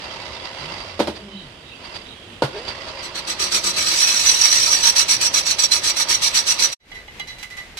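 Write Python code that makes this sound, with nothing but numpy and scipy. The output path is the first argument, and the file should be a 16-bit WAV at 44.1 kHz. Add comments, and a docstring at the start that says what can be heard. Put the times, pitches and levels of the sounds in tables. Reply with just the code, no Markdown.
"""In a workshop, heard by two microphones, a lathe with a humming motor spins a spoked wheel with a brake drum.
Its clutch is thrown out with a double knock, the gears run down, and it is thrown in again; parts squeak and graze.
A boring tool bites the out-of-round drum once a turn, for a second all the way round: noise of tearing chips,
the drum's resonances and a wandering chatter tone make the harsh rasp.
After an abrupt break the wheel is off the lathe, and something is tapped and rubbed inside its ringing drum."""
import sys
import numpy as np
from scipy import signal
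from scipy.fft import rfft, irfft, next_fast_len
from scipy.io import wavfile
from scipy.ndimage import uniform_filter1d, map_coordinates

SR = 44100
rng = np.random.default_rng(int(sys.argv[2]) if len(sys.argv) > 2 else 0)


def output_pcm(signal):
    """Save a mono or channel-first signal as 16-bit PCM at the path in sys.argv[1].

    Samples are clipped to [-1, 1] before scaling.
    """
    pcm = np.clip(np.atleast_2d(signal).T, -1, 1) * 32767
    wavfile.write(sys.argv[1], SR, np.round(pcm).astype(np.int16))


N = 343539
TIME = np.arange(N) / SR
LATHE_END_S = 6.77  # the lathe is heard up to here, the loose drum from here on

# drum and tool holder, close at the tool: columns pitch_hz [Hz], width_hz [Hz], level_db [dB, relative]
DRUM_MODES = [(942.5, 13.7, -2.5), (1227, 32, -4.5), (1845, 40, -7), (2275, 31, -0.5), (2562, 34, -1),
              (3430, 75, -21), (4073, 71, 6), (4350, 60, 3), (4593, 58, 2.5), (4880, 59, -1), (5625, 48, 6),
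              (5797, 55, 4), (6190, 51, 1), (7790, 107, -3.5), (7860, 33, -5)]
# noise of chips tearing off: columns pitch_hz [Hz], level_db [dB per Hz, relative]
TEARING_SPECTRUM = [(100, -8), (400, -15.5), (800, -13.5), (1300, 4.5), (2400, 8.5), (4500, 13),
                    (7000, 7.5), (8800, 5.5), (10500, -0.5), (11200, -70.5), (12500, -16), (14300, -45),
                    (15200, -29)]
# lean of the cut between the microphones: columns pitch_hz [Hz], left_minus_right_db [dB]
CUT_BALANCE = [(400, 1.5), (1000, 9), (2400, 1.5), (3500, -2.5), (4500, -6), (5600, -7.5), (6300, -6.5),
               (7000, -0.5), (8000, 14.5), (9300, 7.5), (11000, 3.5), (14000, 8.5)]
# shaking tool post: columns pitch_hz [Hz], width_hz [Hz], level_db [dB, relative]
TOOL_POST_MODES = [(80, 25, -6), (196.5, 21, -3), (335, 48, -1.5), (1236, 130, -2)]
# the tool stays in the metal all the way round: start_s [s], attack_s [s], hold_s [s], release_s [s]
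DEEP_CUT = (3.954, 0.1, 0.73, 0.16)
FULL_CUT_DB = -17.5  # tool load at full depth
SQUEAL_HZ = 5754  # the boring bar's main bending mode
# chatter gain on the load once the deep cut seats the bar, and what is added before; power of the depth
CHATTER_DB, ENTRY_CHATTER_DB, CHATTER_GROWS = -3.5, -4.5, 0.79
# the tool post shakes until the deep cut seats it: gains on the load
ENTRY_RUMBLE_DB, SEATED_RUMBLE_DB = -16.5, -36


def cutting():
    """Chips break off in uneven spurts and ring the drum; the depth of cut sets their force and brightness."""
    load = tool_load()
    force = load * amp(0.5 * wobble(70))
    depth = np.minimum(load / amp(FULL_CUT_DB), 1)
    seated = envelope(DEEP_CUT[0] + DEEP_CUT[1], DEEP_CUT[1], LATHE_END_S, 1)
    grain = fracture_grain()
    rasp = chip_rasp(grain, depth)
    rumble = unit(filtered(noise(), lambda hz: body(TOOL_POST_MODES, hz)))
    rumble_db = ENTRY_RUMBLE_DB + (SEATED_RUMBLE_DB - ENTRY_RUMBLE_DB) * seated
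    # the chatter takes a moment to build up and rings on after each bite
    keep = np.exp(-1 / (0.0072 * SR))
    drive = signal.lfilter([1 - keep], [1, -keep], force * depth ** CHATTER_GROWS)
    chatter_db = CHATTER_DB + ENTRY_CHATTER_DB * (1 - seated)
    sound = force * (amp(-1.5) * rasp + amp(rumble_db) * rumble)
    sound += drive * amp(chatter_db) * bar_chatter(grain)
    sides = lambda hz: amp(np.outer([.5, -.5], along(CUT_BALANCE, hz)))
    # the lean leaves the power of both sides together unchanged
    return filtered(sound, lambda hz: sides(hz) / np.sqrt(np.mean(sides(hz) ** 2, axis=0)))


def fracture_grain():
    """Each fracture is a sharp burst of random strength that decays over some 10 ms."""
    fractures = (rng.random(N) < 260 / SR) * rng.random(N) ** 2
    bursts = signal.lfilter([1], [1, -np.exp(-1 / (0.01 * SR))], fractures)
    return unit(1.5 + unit(bursts))


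def chip_rasp(grain, depth):
    """Tearing noise and the drum's resonances, both driven by the fractures; a shallow cut is duller."""
    tearing = coloured(grain * rng.standard_normal((2, N)), TEARING_SPECTRUM)
    ringing = unit(filtered(grain * rng.standard_normal((2, N)), lambda hz: body(DRUM_MODES, hz)))
    rasp = unit(patchy(amp(-4.5) * tearing + amp(-3.5) * ringing, depth_db=3.2))
    treble = filtered(rasp, lambda hz: along([(3800, 0.025), (6500, 0.89)], hz))
    return rasp - (1 - depth ** 0.54) * treble


def bar_chatter(grain):
    """The bar's chatter swells, collapses and wanders in pitch as the chip curls."""
    pitch_hz = SQUEAL_HZ + 75 * wobble(30) + 115 * np.array([wobble(500), wobble(500)])
    swell = amp(7 * np.tanh(wobble(130)) + 1.1 * wobble(20))
    swell = swell * uniform_filter1d(grain, size=130)
    return unit(swell * np.sin(2 * np.pi * np.cumsum(pitch_hz, axis=1) / SR))


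# spells in which the tool meets only the drum's high side, once a turn:
# columns first_bite_s [s], end_s [s], turn_s [s], first_level_db [dB], settled_level_db [dB]
SPELLS = [(3.035, 3.83, 0.123, -29, -17.5), (4.843, 6.8, .1257, -14.5, -16.5)]
SETTLE_S = 0.26  # time scale on which the bites approach their settled level
# one pass of the high side at full depth; lighter bites hold for less time
BITE_ATTACK_S, BITE_HOLD_S, BITE_RELEASE_S = 0.0082, .037, 0.022
BITE_SCATTER_S, BITE_SCATTER_DB = 0.0014, 0.14  # chance differences from turn to turn
DEEP_CUT_DB = -17
RUB_FROM_S, RUB_ATTACK_S, RUB_DB = 3.66, 0.23, -29  # the tool's flank rubs the drum, also between bites


def tool_load():
    """Force on the tool: a bite each turn, the deep cut and the rubbing flank add in power."""
    power = (amp(DEEP_CUT_DB + 0.42 * wobble(16)) * envelope(*DEEP_CUT)) ** 2
    flank = envelope(RUB_FROM_S, RUB_ATTACK_S, LATHE_END_S - RUB_FROM_S, RUB_ATTACK_S)
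    power += (amp(RUB_DB) * flank) ** 2
    for first, end, turn, first_db, settled_db in SPELLS:
        for s in np.arange(first, end, turn):
            late, harder = rng.standard_normal(2)
            db = settled_db + (first_db - settled_db) * np.exp(-((s - first) / SETTLE_S) ** 2)
            hold = BITE_HOLD_S * np.sqrt(min(amp(db - FULL_CUT_DB), 1))
            bite = envelope(s + BITE_SCATTER_S * late, BITE_ATTACK_S, hold, BITE_RELEASE_S)
            power += (amp(db + BITE_SCATTER_DB * harder) * bite) ** 2
    return np.sqrt(power)


# strokes inside the loose drum, from short taps to long rubs; ring levels come before the modes' own:
# columns start_s [s], length_s [s], scrape_db [dB], low_ring_db [dB], high_ring_db [dB]
STROKES = [(6.795, 0.028, -56, -45, -46), (6.916, 0.0064, -40, -37, -46), (6.946, 0.042, -43, -36.5, -47),
           (7.078, 0.008, -43, -38.5, -53), (7.196, 0.011, -28.5, -29.5, -35.5),
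           (7.272, 0.059, -37, -37.5, -38), (7.384, 0.076, -38.5, -46, -45), (7.428, 0.015, -28, -36, -55),
           (7.502, 0.049, -40, -36.5, -48), (7.569, 0.04, -35.5, -31.5, -44), (7.771, 0.036, -27, -46, -35)]
# the loose drum: columns pitch_hz [Hz], width_hz [Hz], tapped_level_db [dB], change_when_rubbed_db [dB]
LOOSE_DRUM_MODES = [(822, 92, -4, -12), (1200, 15, -14.5, -3), (1996, 16, 0.5, 1.5), (2075, 18, -1.5, -3),
                    (2320, 44, -18, -2), (2930, 18, 0.5, -10), (3330, 40, 1, -10), (3990, 17, 2, 1.5),
                    (4660, 28, -8, 1), (5640, 36, -10, 3), (6140, 50, -9, 2)]
RUB_LENGTH_S = .025  # a longer stroke is a rub
LOW_RING_HZ, HIGH_RING_HZ = 2300, 3900  # a stroke's low and high ring levels blend between these


def handling():
    """Each stroke starts sharply and fades; its friction hisses and rings the loose drum."""
    t = np.arange(SR // 2) / SR
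    ring, scrape = np.zeros((2, N + SR)), np.zeros(N + SR)
    for s, length, scrape_db, low_db, high_db in STROKES:
        start = round(s * SR)
        pressure = np.exp(-t / length)
        scrape[start:][:len(t)] += amp(scrape_db) * pressure
        for hz, width, db, rubbed_db in LOOSE_DRUM_MODES:
            # a mode builds up under the stroke and then rings out; the rubbing jostles its phase
            swell = signal.lfilter([1], [1, -np.exp(-np.pi * width / SR)], pressure ** 2)
            jostle = np.cumsum(.06 * np.sqrt(pressure) * rng.standard_normal((2, len(t))), axis=1)
            tone = np.sin(2 * np.pi * (hz * t + rng.random((2, 1))) + jostle)
            stroke_db = np.interp(hz, [LOW_RING_HZ, HIGH_RING_HZ], [low_db, high_db])
            level = amp(db + rubbed_db * (length > RUB_LENGTH_S) + stroke_db)
            ring[:, start:][:, :len(t)] += level * swell / swell.max() * tone
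    grit_spectrum = [(200, -15), (800, -3.5), (2400, 8.0), (4500, 2), (8000, -3.5), (14500, -14)]  # Hz, dB
    grit = coloured(amp(0.78 * wobble(500)) * noise(), grit_spectrum)
    return 1.47 * ring[:, :N] + scrape[:N] * grit


# clutch contacts: columns start_s [s], knock_db [dB, before the casting's own levels],
# hardness [dB per octave], clack_db [dB], thump_db [dB]
CLUTCH_CONTACTS = [(0.9933, -16, 6, -26.5, -53), (.998, -15.5, -2.5, -29, -63),
                   (1.002, -9.5, -0.5, -34, -33), (1.072, -24, 2, -28, -55),
                   (1.0805, -17.5, -5.5, -50, -33), (2.4211, -9, 9, -24.5, -42),
                   (2.4252, -20, -1, -37, -35), (2.438, -27, 3, -33.5, -14.5)]
# gearbox casting: columns pitch_hz [Hz], level_db [dB], t60_s [s]
CASTING_MODES = [(214, -14, 0.13), (314, -15.5, 0.18), (349, -2.5, 0.075), (406, -0.5, 0.059),
                 (507, 3.5, 0.034), (563, -6, 0.063), (683, -15.5, 0.049), (862, -26, 0.14),
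                 (910, -11.5, 0.048), (1444, -29.5, 0.13)]


def clutch():
    """The dogs strike in quick clusters: casting knocks, steel clacks, the bed thumps as it takes the load."""
    t = np.arange(SR // 2) / SR
    knocks, clacks, thumps = np.zeros((3, N))
    for s, knock_db, hardness, clack_db, thump_db in CLUTCH_CONTACTS:
        start = round(s * SR)
        ring = np.zeros(len(t))
        for hz, db, t60 in CASTING_MODES:
            # a harder contact favours the higher modes
            mode_db = db + hardness * np.log2(hz / 500)
            ring += amp(mode_db - 60 * t / t60) * np.sin(2 * np.pi * hz * t)
        thump = amp(thump_db - 60 * t / 0.097) * (1 - np.exp(-t / 0.0039)) * np.sin(2 * np.pi * 135 * t)
        knocks[start:][:len(t)] += amp(knock_db) * (1 - np.exp(-t / 0.0013)) * ring
        clacks[start:][:len(t)] += amp(clack_db - 60 * t / 0.19)
        thumps[start:][:len(t)] += thump
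    # the knocks carry no deep bass
    knocks = signal.sosfilt(signal.butter(4, 190, 'highpass', fs=SR, output='sos'), knocks)
    steel_spectrum = [(100, -32), (300, 2.0), (900, 8.5), (1200, 2), (2200, -2), (4700, -3.0),
                      (7000, -15.5), (14000, -14)]  # Hz, dB
    steel = coloured(noise(), steel_spectrum)
    return knocks + amp(-12.0) * room(knocks) + thumps + clacks * steel


# the workshop's decay: columns pitch_hz [Hz], t60_s [s]
ROOM_DECAY = [(150, 0.35), (1500, 0.5), (10000, 0.38)]


def room(x):
    """The workshop's short answer to a mono sound, in stereo: noise that dies at its own rate in each band."""
    hz, t, z = signal.stft(rng.standard_normal((2, SR // 2)), SR, nperseg=256)
    decay = amp(-60 * t / along(ROOM_DECAY, hz)[:, None])
    tail = signal.istft(z * decay, SR, nperseg=256)[1]
    return signal.fftconvolve(x[None], tail / np.linalg.norm(tail[0]), axes=1)[:, :N]


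# rattle of loose teeth: columns pitch_hz [Hz], level_db [dB per Hz, relative]
RATTLE_SPECTRUM = [(35, -17.5), (60, 0), (174, -9.5), (229, -12.5), (491, -8.5), (539, -1), (711, -4),
                   (960, 2), (1630, -4.5), (2780, -5), (4310, -7.5), (4730, -4.5), (6530, -19),
                   (15000, -57)]
# headstock: columns pitch_hz [Hz], width_hz [Hz], level_db [dB, relative]
HEADSTOCK_MODES = [(369, 55, 3.5), (535, 37, -16), (638, 36, 8), (941, 31, 9.5), (2007, 110, 5),
                   (2700, 47, 5.5), (4720, 50, 7)]
CLUTCH_OUT_S, CLUTCH_IN_S = 1.0, 2.42
RELEASE_S = 0.33  # the clutch lets go of its load gradually, around the moment it is thrown out
MESH_HZ = 542.7  # tooth rate at full speed
WHINE_DB, RATTLE_DB, IDLE_RATTLE_DB = -54.5, -37, -55  # driven at full speed, before the boom; input shaft alone
COASTING_DB = -11  # unloaded teeth are quieter
# the gear case booms as the tooth rate sweeps through its resonance; share of the boom, in dB, without drive
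BOOM_HZ, BOOM_WIDTH_HZ, BOOM_DB, COASTING_BOOM = 411, 76.5, 23, 0.82
# near the stop the teeth clatter through their play: speed and width as shares of full speed
SLACK_SPEED, SLACK_WIDTH, SLACK_DB = .17, 0.08, -42


def gears():
    """Teeth whine roughly at the mesh rate and rattle in the headstock, louder with speed and under drive."""
    speed = spindle()
    coasting = (TIME > CLUTCH_OUT_S) & (TIME < CLUTCH_IN_S)
    unloaded = np.clip(.5 + (TIME - CLUTCH_OUT_S) / RELEASE_S, 0, 1) * (TIME < CLUTCH_IN_S)
    effort = speed * amp(COASTING_DB * unloaded)
    mesh_hz = MESH_HZ * speed
    phase = 2 * np.pi * np.cumsum(mesh_hz * (1 + .045 * wobble(170))) / SR
    resonance = np.exp(-.5 * ((mesh_hz - BOOM_HZ) / BOOM_WIDTH_HZ) ** 2)
    boom = amp(BOOM_DB * np.where(coasting, COASTING_BOOM, 1) * resonance)
    second_pair = np.sin(3 / 2 * phase)  # half as many teeth again
    teeth = np.sin(phase) + 0.5 * second_pair + 0.22 * np.sin(2 * phase) + 0.26 * np.sin(4 * phase)
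    whine = effort * boom * amp(WHINE_DB + 1.5 * wobble(60)) * unit(teeth)
    backlash = amp(1.94 * wobble(260) + 0.95 * wobble(28))
    rattle = amp(-1.5) * coloured(backlash * noise(), RATTLE_SPECTRUM)
    rattle += amp(-4.5) * unit(filtered(backlash * noise(), lambda hz: body(HEADSTOCK_MODES, hz)))
    rattle = unit(patchy(rattle, depth_db=2.5))
    slack = coasting * amp(SLACK_DB) * np.exp(-.5 * ((speed - SLACK_SPEED) / SLACK_WIDTH) ** 2)
    rattle_level = np.hypot(effort * amp(RATTLE_DB), amp(IDLE_RATTLE_DB) + slack)
    return whine + rattle_level * rattle


COAST_S, RUN_UP_S = 1.1, .28  # time to stop, and to regain full speed


def spindle():
    """Share of full speed: friction slows the free spindle evenly, then the clutch pulls it up again."""
    coast = np.clip(1 - (TIME - CLUTCH_OUT_S) / COAST_S, 0, 1)
    slip = np.clip(1 - (TIME - CLUTCH_IN_S) / RUN_UP_S, 0, 1)
    return np.maximum(coast, 1 - slip ** 2)


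# light grazes and clicks of the turning parts: columns centre_s [s], level_db [dB], length_s [s]
GRAZES = [(0.456, -32, 0.003), (1.167, -39.5, 0.012), (1.852, -42, .012), (1.961, -32.5, 0.01),
          (2.582, -41, 0.016), (2.695, -31.5, 0.018), (2.887, -37.5, 0.013)]


def grazes():
    """Brief rubs of turning metal, bright with the headstock's upper ring."""
    touch = sum(amp(db) * bell(s, length) for s, db, length in GRAZES)
    scratch = amp(1.6 * wobble(400)) * noise()
    hiss = coloured(scratch, [(200, 4), (600, 5.5), (4500, 3), (7000, -12.5), (14000, -21)])  # Hz, dB
    upper_ring = unit(filtered(scratch, lambda hz: body(HEADSTOCK_MODES[-1:], hz)))
    return touch * (0.96 * hiss + 0.47 * upper_ring)


# soft squeaks of the slowing drive: columns centre_s [s], pitch_hz [Hz], level_db [dB], length_s [s]
SQUEAKS = [(1.377, 3070, -47, 0.047), (1.392, 3870, -47, .04), (1.698, 3730, -49.5, 0.034),
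           (1.736, 2700, -47, 0.034), (2.102, 3770, -47, .035), (2.2, 3280, -53, .08)]


def squeaks():
    """Each squeak is a soft swell of narrow noise."""
    rub = rng.standard_normal((2, N))
    out = np.zeros((2, N))
    for s, centre_hz, db, length in SQUEAKS:
        band = unit(filtered(rub, lambda hz: body([(centre_hz, 260, 0)], hz) ** 2))
        out += amp(db) * bell(s, length) * band
    return out


# a loose panel drones now and then:
# columns centre_s [s], pitch_hz [Hz], glide [Hz per s], level_db [dB], length_s [s]
DRONES = [(.67, 157.3, 500.5, -42.5, 0.039), (1.03, 83, -80, -45.5, 0.12), (1.25, 203, -2, -41, 0.028),
          (1.36, 198.7, -200, -39, 0.034), (1.47, 140, -500, -46, .03)]


def panel():
    """Each drone is a low gliding tone that swells and fades."""
    tones = np.zeros(N)
    for s, hz, glide, db, length in DRONES:
        phase = 2 * np.pi * np.cumsum(hz + glide * (TIME - s)) / SR
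        tones += amp(db) * bell(s, length) * np.sin(phase)
    # sqrt(2) makes the levels rms
    return np.sqrt(2) * amp(1.6 * wobble(51.6)) * tones


# idling motor and belt: columns pitch_hz [Hz], level_db [dB per Hz, relative]
MOTOR_SPECTRUM = [(15, -64.5), (25, -4), (101, -2.5), (163, -6), (207, -5), (326, -5), (558, -8),
                  (709, -11), (1000, -14), (2130, -14), (3180, -10), (4620, -26), (15000, -29.5)]


def motor():
    """The motor and belt idle as steady coloured noise with a slow flutter in level."""
    flutter = amp(1.4 * wobble(9))
    return amp(-44.5) * flutter * coloured(noise(), MOTOR_SPECTRUM)


# the shop around the loose wheel: columns pitch_hz [Hz], level_db [dB per Hz, relative]
SHOP_SPECTRUM = [(15, -32), (25, -1.5), (271, -14), (394, -13), (1310, -19), (1860, -15), (2070, -11),
                 (2300, -15), (4040, -20), (15000, -42)]


def shop():
    """The background of the shop is coloured noise that wavers slowly in level."""
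    return amp(-40.5 + 1.75 * wobble(12)) * coloured(noise(), SHOP_SPECTRUM)


# likeness of the two microphones: columns pitch_hz [Hz], likeness [0 to 1]
MICROPHONE_LIKENESS = [(25, 0.61), (60, 1), (180, 1), (350, 0.84), (600, 0.68), (1650, 0.065),
                       (5000, 0.018)]


def noise():
    """White noise at two microphones: alike in the bass, unrelated in the treble."""
    turn = lambda hz: np.arccos(np.clip(along(MICROPHONE_LIKENESS, hz), 0, 1)) / 2
    shares = lambda hz: np.array([np.cos(turn(hz)), np.sin(turn(hz))])
    mid, side = filtered(rng.standard_normal((2, N)), shares)
    return unit(np.array([mid + side, mid - side]))


def patchy(x, depth_db):
    """The turning spokes shift the reflections, so narrow bands swell and fade."""
    z = signal.stft(x, nperseg=1024)[2]
    field = uniform_filter1d(rng.standard_normal(z.shape), size=4, axis=1)
    field = uniform_filter1d(field, size=4, axis=2)
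    return signal.istft(z * amp(depth_db * unit(field)), nperseg=1024)[1][:, :N]


def envelope(start, attack, hold, release):
    """Gain that swells to 1 at start, holds and fades, with bell-shaped flanks."""
    t = TIME - start
    rise = np.minimum(t, 0) / attack
    fall = np.maximum(t - hold, 0) / release
    return np.exp(-.5 * rise ** 2 - .5 * fall ** 2)


def bell(s, length):
    """A soft swell centred on s."""
    return envelope(s, length, 0, length)


def wobble(rate):
    """A smooth random curve, rate knots a second."""
    return map_coordinates(rng.standard_normal(int(N * rate / SR) + 4), [TIME * rate])


def body(modes, f):
    """Response of (Hz, width Hz, dB) resonances."""
    return sum(amp(db) * 1j * f * w / (c * c - f * f + 1j * f * w) for c, w, db in modes)


def filtered(x, response):
    """x times a response given as a function of frequency."""
    size = next_fast_len(N + SR // 2)
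    return irfft(rfft(x, size) * response(np.fft.rfftfreq(size, 1 / SR)), size)[..., :N]


def coloured(x, spectrum):
    """x shaped by a (Hz, dB) spectrum, at rms 1."""
    return unit(filtered(x, lambda hz: amp(along(spectrum, hz))))


def along(points, hz):
    """(Hz, value) points read on a log axis."""
    f, v = np.transpose(points)
    return np.interp(np.log(hz + 1), np.log(f + 1), v)


def amp(db):
    """Decibels to gain."""
    return 10 ** (np.asarray(db) / 20)


def unit(x):
    """Scale to rms 1."""
    return x / np.sqrt(np.mean(x ** 2) + 1e-20)


def scene():
    """The lathe, its middle treble leaning right, and then the loose wheel, a little to the right."""
    machine = motor() + gears() + panel() + squeaks() + grazes() + clutch()
    lean = [(300, -0.5), (1000, -0.5), (4000, -12.5), (9000, 1.5)]  # Hz, left minus right dB
    top_dulling = [(9500, 0.5), (11500, -10.5), (15000, -13)]  # the highest treble is dulled: Hz, dB
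    sides = lambda hz: np.outer([.5, -.5], along(lean, hz))
    machine = filtered(machine, lambda hz: amp(along(top_dulling, hz) + sides(hz)))
    lathe = machine + cutting()
    loose_wheel = shop() + handling() * amp([[-2.5], [2.5]])
    return np.where(TIME < LATHE_END_S, lathe, loose_wheel)


# all sound drops out and returns: columns time_s [s], level_db [dB]
BREAK = [(6.7, 1.5), (6.738, -9.5), (6.755, -58), (6.79, -64.5), (6.805, -26), (6.85, -14), (6.91, -3.5)]
TOP_HZ = 15300  # band limit


def record(dry):
    """A brief break in the sound, softly rounded peaks, and a steep fall above the band limit."""
    break_db = np.interp(TIME, *np.transpose(BREAK))
    x = dry * amp(break_db)
    x = x / (1 + np.abs(x / .92) ** 6) ** (1 / 6)
    return filtered(x, lambda hz: 1 / (1 + (hz / TOP_HZ) ** 120))


dry = scene()
out = record(dry)
output_pcm(out)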